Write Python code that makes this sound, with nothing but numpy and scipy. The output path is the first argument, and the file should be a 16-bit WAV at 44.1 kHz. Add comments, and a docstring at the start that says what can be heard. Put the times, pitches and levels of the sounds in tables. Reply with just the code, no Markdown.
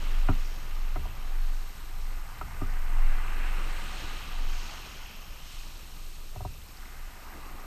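"""Shore break around a sea kayak, from a microphone in a waterproof housing down in the shallows.
Foam washes past, a mass of ringing bubbles, while gusts buffet the housing and a hand knocks on it.
About three seconds in, a wave curls and breaks close by, slaps down and slowly fizzes out.
Three quick knocks follow, and near seven seconds the next crest starts to spill.
The microphone hisses thinly throughout."""
import sys
import numpy as np
from scipy import signal
from scipy.fft import rfft, irfft, next_fast_len
from scipy.io import wavfile

SR = 44100
rng = np.random.default_rng(int(sys.argv[2]) if len(sys.argv) > 2 else 0)


def file_out(sig):
    """Save sig as 16-bit WAV at sys.argv[1]."""
    # one column per channel
    cols = np.atleast_2d(sig).T
    # limit, then scale
    lim = np.clip(cols, -1, 1)
    pcm = np.round(lim * 32767).astype(np.int16)
    wavfile.write(sys.argv[1], SR, pcm)


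N = 337795
TIME = np.arange(N) / SR
FFT_SIZE = next_fast_len(N + 8192)
BIN_HZ = np.maximum(np.arange(FFT_SIZE // 2 + 1) * SR / FFT_SIZE, 1)


# Surges in the shallows: passing foam, the plunging wave, its spray and fizz, then the next crest.
# peak_s, level_db, rise_s, fall_s, pitch_hz, spread_octaves
SURGES = [(0.03, -50.5, 0.64, 0.85, 820, 2.07), (0.39, -56.6, 0.063, 0.48, 6280, .29),
          (1.18, -55.1, .89, 0.7, 850, 1.46), (1.54, -61, .31, 1.8, 5180, 0.84),
          (3.22, -46.3, 1.24, 1.02, 1273, 0.56), (3.45, -47, 0.51, 0.86, 2030, 0.39),
          (3.75, -48, 1.1, 1.3, 565, 1.15), (3.85, -58.5, 1.6, 0.23, 9700, .3),
          (4.0, -51.5, .6, 0.68, 3350, 0.98), (4.53, -52.5, 0.057, 0.76, 6000, 0.32),
          (4.71, -52.5, 0.55, 0.36, 1380, 1.64), (5.11, -53.5, .79, 0.3, 2800, 0.25),
          (5.53, -55.5, .16, 0.39, 4400, 0.99), (5.97, -62, .3, 3.6, 6030, 1.3),
          (6.821, -55, 0.14, 4.1, 1360, 0.49), (7.33, -51.5, .29, 4, 655, 1.12)]
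# Bubble size classes, from deep churn to fine fizz; near_db sets the near bubbles against the far blur.
# low_hz, high_hz, tilt_db_per_octave, bubbles_per_s, ring_cycles, near_db
BUBBLE_SIZES = [(139, 660, -3, 200, 13, -13), (655, 1345, 0.1, 900, 13.2, -9),
                (1297, 2324, 0.4, 800, 8.9, -7.5), (2240, 2895, -3.5, 500, 12, -11.5),
                (2855, 3490, -5.5, 500, 8.7, -9), (3425, 4580, -5.5, 800, 9.8, -8.5),
                (4330, 7130, -1, 900, 15, -7), (7120, 10400, -14.5, 2500, 6.2, -9)]
# The steady wash of the sea all around, one value per bubble size: level_db
SEA_WASH = [-61.5, -62.5, -65, -65.5, -75, -68, -64, -67.5]

def surf():
    """Each surge stirs the bubble sizes near its own pitch, over a steady wash; their powers add."""
    surges = [(from_db(db) * swell(peak_s, rise_s, fall_s), pitch_hz, octaves)
              for peak_s, db, rise_s, fall_s, pitch_hz, octaves in SURGES]
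    out = 0
    for (low_hz, high_hz, *texture), wash_db in zip(BUBBLE_SIZES, SEA_WASH):
        centre_hz = np.sqrt(low_hz * high_hz)
        surge_power = sum(level ** 2 * np.exp(-(np.log2(centre_hz / pitch_hz) / octaves) ** 2)
                          for level, pitch_hz, octaves in surges)
        loudness = np.sqrt(from_db(wash_db) ** 2 + surge_power)
        out += loudness * foam(low_hz, high_hz, *texture)
    return out


# Peaks and dips of the housing wall between surf and microphone: centre_hz, width_hz, gain_db
HOUSING_WALL = [(234, 60.0, -1.8), (451, 210.0, -2.5), (695, 50.0, -2.6), (739, 90.0, 2.5),
                (964, 60.0, 1.8), (1219, 150.0, 4.8), (1335, 60.0, -2.8), (1462, 110.0, 4.0),
                (1554, 50.0, -1.8), (1603, 130.0, 2.2), (2061, 170.0, 2.0), (2286, 100.0, -2.7),
                (2694, 380.0, 2.7), (3066, 160.0, 1.7), (3462, 270.0, -2.2), (4100, 440.0, 1.8),
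                (5431, 270.0, 3.7), (5974, 270.0, -1.4), (6611, 560.0, 1.8), (7078, 310.0, -4.0),
                (7565, 280.0, 2.4), (8546, 850.0, 4.7)]

def foam(low_hz, high_hz, tilt_db_per_octave, bubbles_per_s, ring_cycles, near_db):
    """One size class of bubbles: near ones stand out of a blur of far ones, all heard through the wall."""
    near = from_db(near_db) * bubbles(low_hz, high_hz, bubbles_per_s, ring_cycles)
    far = rng.standard_normal(N)
    band_db = -10 * np.log10((1 + (low_hz / BIN_HZ) ** 36) * (1 + (BIN_HZ / high_hz) ** 36))
    tilt_db = tilt_db_per_octave * np.log2(BIN_HZ / low_hz)
    wall_db = sum(db / (1 + (2 * (BIN_HZ - hz) / width_hz) ** 2) for hz, width_hz, db in HOUSING_WALL)
    return coloured(near + far, band_db + tilt_db + wall_db)


def bubbles(low_hz, high_hz, bubbles_per_s, ring_cycles, pitch_count=10):
    """Bubbles of slightly uneven strength are born in loose clumps; each rings for a few cycles."""
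    chance = rng.random(N)
    birth_rate = bubbles_per_s * from_db(1.5 * drift(rate_hz=9))
    births = np.flatnonzero(chance < birth_rate / SR)
    strengths = from_db(-0.5 * np.minimum(rng.exponential(1, len(births)), 4))
    strengths *= rng.choice([-1, 1], len(births))
    pitch_index = rng.integers(0, pitch_count, len(births))
    out = 0
    for k, hz in enumerate(np.geomspace(low_hz, high_hz, pitch_count)):
        clicks = np.bincount(births, strengths * (pitch_index == k), N)
        out += np.sqrt(hz) * unit_power(ring(clicks, hz, ring_cycles / hz))
    return unit_power(out)


# Lumps of water falling from the two crests: start_s, level_db, pitch_hz, decay_s
SLAPS = [(3.172, -44, 1200, 0.032), (3.2, -48, 1910, 0.017), (3.245, -43, 1270, .03),
         (3.43, -42, 1650, 0.025), (3.585, -46, 1220, 0.069), (7.255, -49.5, 1070, 0.041),
         (7.345, -49, 302, 0.035)]

def slaps(ring_cycles=14, rise_s=0.0035):
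    """A falling lump of water traps a short burst of like-sized bubbles."""
    out = np.zeros(N)
    for start_s, level_db, pitch_hz, decay_s in SLAPS:
        age = np.maximum(TIME - start_s, 0)
        cloud = unit_power(ring(rng.standard_normal(N), pitch_hz, ring_cycles / pitch_hz))
        envelope = (1 - np.exp(-age / rise_s)) * np.exp(-age / decay_s)
        out += from_db(level_db) * cloud * envelope
    return out


# Single droplets close to the microphone: start_s, peak_db, pitch_hz
DROPLETS = [(0.199, -41, 3000), (1.28, -56, 4200), (1.5455, -45, 6060), (6.5406, -42, 2600),
            (6.686, -44, 4900), (6.7716, -40, 4640), (7.46, -46, 4700)]

def droplets(t60_s=0.0068):
    """Each droplet pings one tiny bubble."""
    return sum(from_db(peak_db) * ring(signal.unit_impulse(N, round(start_s * SR)), pitch_hz, t60_s)
               for start_s, peak_db, pitch_hz in DROPLETS)


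# Smooth swells of wind pressure on the housing: peak_s, level_db, half_length_s
GUSTS = [(0.25, -20.5, .25), (0.852, -25.5, 0.23), (1.438, -23, 0.21), (2.066, -28.5, 0.2),
         (2.8, -24.3, 0.23), (3.055, -16.8, 0.14), (3.472, -24.5, 0.4), (4.117, -33, .1), (4.47, -24, 0.15),
         (5.59, -36, 0.063), (6.322, -34.5, 0.047), (7.03, -36, 0.051)]

def gusts(resonance_hz=22.2, wander=0.0697, lull_db=-43, waver_db=3.5):
    """Gusts pump a very low resonance of the housing, which wavers on faintly in the lulls."""
    lull = from_db(lull_db + waver_db * drift(rate_hz=5))
    swells = [from_db(db) * np.exp(-((TIME - peak_s) / half_s) ** 2) for peak_s, db, half_s in GUSTS]
    pitch_hz = resonance_hz * (1 + wander * drift(rate_hz=8.3))
    swing = np.sqrt(2) * np.sin(2 * np.pi * np.cumsum(pitch_hz) / SR)
    return swing * np.linalg.norm([lull, *swells], axis=0)


# The breeze over the water eases, freshens as the wave curls, then slackens: time_s, relative_db
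BREEZE = [(0, -49), (1.7, -53.5), (3.2, -49.0), (4.6, -54), (7.66, -57.5)]
# The rumble of wind on the housing wall: frequency_hz, relative_db
BUFFET_SPECTRUM = [(20, -3.5), (32, 5.5), (52, 2), (64, 4.5), (78, -3), (92, -6.5), (115, -7), (150, -13.5),
                   (220, -28.5), (500, -53)]

def buffeting(gain_db=6.5, rise_s=0.026, fall_s=0.11):
    """The breeze buffets the wall, more so as the housing wobbles in the hand after a knock."""
    breeze = from_db(np.interp(TIME, *np.transpose(BREEZE)))
    wobbles = [from_db(wobble_db) * swell(start_s + rise_s, rise_s, fall_s)
               for start_s, *_, wobble_db in KNOCKS]
    rumble = coloured(rng.standard_normal(N), spectrum(BUFFET_SPECTRUM))
    return from_db(gain_db) * np.linalg.norm([breeze, *wobbles], axis=0) * rumble


# A hand on the housing, right at the microphone; wobble_db feeds the wind buffeting.
# start_s, tick_db, tick_cutoff_hz, rub_s, thud_db, thud_cutoff_hz, wobble_db
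KNOCKS = [(0.2855, -24, 2780, 0.018, -18, 440, -49), (0.9574, -30.5, 2620, 0.0085, -29, 85, -38),
          (1.053, -38.5, 1200, 0.004, -39, 85, -51), (2.4114, -32, 2410, 0.0055, -37, 70, -42.5),
          (2.613, -36.5, 2400, 0.024, -26.7, 525, -48), (6.358, -34.5, 960, 0.0023, -34, 190, -52),
          (6.4037, -31, 860, .002, -34.5, 185, -48), (6.448, -26, 890, 0.0029, -30, 203, -46)]
# Resonances of the knocked housing: pitch_hz, gain_db, t60_s
HOUSING_MODES = [(64, -14, 0.19), (87.4, -3, 0.18), (112.6, -1, 0.12), (178, -11.5, 0.23),
                 (261.6, -5.5, 0.15), (304, -2.5, 0.062), (395.6, -10.5, 0.11), (604, -11.5, 0.067),
                 (744, -5.5, 0.054), (954, -5.5, 0.05), (1200, -3, 0.028), (1283, -2.5, 0.048),
                 (1343, 0, 0.022), (2080, -13, 0.019), (2440, -15, 0.022), (2880, -16, .02)]

def knocks(thud_lag_s=0.00186, rub_db=-26, tick_highpass_hz=380):
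    """A touch ticks and rubs on the stiff wall; then the whole housing takes the soft push and thuds."""
    force = np.zeros(N)
    age = np.arange(SR // 8) / SR
    blow = signal.unit_impulse(len(age))
    for start_s, tick_db, tick_cutoff_hz, rub_s, thud_db, thud_cutoff_hz, _ in KNOCKS:
        rub = from_db(rub_db) * rng.standard_normal(len(age)) * np.exp(-(age / rub_s) ** 2)
        touch = filtered(blow + rub, 6, tick_cutoff_hz, "low")
        tick = from_db(tick_db) * filtered(touch, 4, tick_highpass_hz, "high")
        thud = from_db(thud_db) * filtered(blow, 3, thud_cutoff_hz, "low")
        for onset_s, push in (start_s, tick), (start_s + thud_lag_s, thud):
            start = round(onset_s * SR)
            force[start:start + len(age)] += push
    return sum((-1) ** k * from_db(gain_db) * ring(force, pitch_hz, t60_s)
               for k, (pitch_hz, gain_db, t60_s) in enumerate(HOUSING_MODES))


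# The microphone's own noise: frequency_hz, relative_db
HISS_SPECTRUM = [(3000, -28), (8500, -16), (10000, -7), (10600, -2.5), (11400, -7.5), (11900, -6),
                 (12500, -2), (12950, 0), (13500, -3.5), (14200, -4), (15200, -10)]

def microphone_hiss(hiss_db=-64.6, whine_db=-62.9, whine_hz=12295, whine_width_hz=160):
    """Thin microphone hiss with a narrow, noisy whine on top."""
    hiss = coloured(rng.standard_normal(N), spectrum(HISS_SPECTRUM))
    whine_shape_db = -20 * np.log10(1 + ((BIN_HZ - whine_hz) / whine_width_hz) ** 2)
    whine = coloured(rng.standard_normal(N), whine_shape_db)
    return from_db(hiss_db) * hiss + from_db(whine_db) * whine


# Fine crackle of the electronics inside the housing: frequency_hz, relative_db
CRACKLE_SPECTRUM = [(9000, -30), (12000, -14), (12800, 0), (14200, -4), (15200, -10)]

def electronics_crackle(level_db=-70.3, pulse_hz=239.76, uneven_db=5.5):
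    """Faint regular ticks from the electronics, each of a different size."""
    onsets = np.arange(0, N - 1, SR / pulse_hz).round().astype(int)
    sizes = from_db(uneven_db * np.clip(rng.standard_normal(len(onsets)), -2, 2))
    ticks = np.bincount(onsets, sizes * rng.choice([-1, 1], len(onsets)), N)
    return from_db(level_db) * coloured(ticks, spectrum(CRACKLE_SPECTRUM))


def from_db(db):
    """Decibels to gain."""
    return 10 ** (np.asarray(db) / 20)


def unit_power(x):
    """Scale to a mean square of 1."""
    return x / np.sqrt(np.mean(x ** 2) + 1e-20)


def spectrum(points):
    """Join (frequency_hz, relative_db) points on a log-frequency axis."""
    hz, db = np.transpose(points)
    return np.interp(np.log(BIN_HZ), np.log(hz), db)


def coloured(x, curve_db):
    """Shape a steady sound's spectrum and return it at unit power."""
    return unit_power(irfft(rfft(x, FFT_SIZE) * from_db(curve_db), FFT_SIZE)[:N])


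def filtered(x, order, cutoff_hz, kind):
    """A low-pass or high-pass with a flat passband."""
    return signal.sosfilt(signal.butter(order, cutoff_hz, kind, fs=SR, output="sos"), x)


def drift(rate_hz):
    """Slow random wandering at unit power."""
    return coloured(rng.standard_normal(N), -40 * np.log10(np.hypot(1, BIN_HZ / rate_hz)))


def ring(clicks, pitch_hz, t60_s):
    """A unit click starts a sine of height 1 that falls 60 dB in t60_s."""
    decay = from_db(-60 / (t60_s * SR))
    step = 2 * np.pi * pitch_hz / SR
    return signal.lfilter([0, np.sin(step)], [1, -2 * decay * np.cos(step), decay ** 2], clicks + 1e-18)


def swell(peak_s, rise_s, fall_s):
    """Grow exponentially to 1 at peak_s, then die away."""
    return np.exp(np.minimum((TIME - peak_s) / rise_s, (peak_s - TIME) / fall_s))


def scene():
    """Water, wind and handling meet at one microphone in the shallows, over its own faint noise."""
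    water = surf() + slaps() + droplets()
    wind = gusts() + buffeting()
    return (water + wind + knocks() + microphone_hiss() + electronics_crackle())[None]


def record(dry):
    """The treble is cut steeply above 15250 Hz."""
    return signal.sosfilt(signal.ellip(12, 0.1, 80, 15250, fs=SR, output="sos"), dry)


dry = scene()
out = record(dry)
file_out(out)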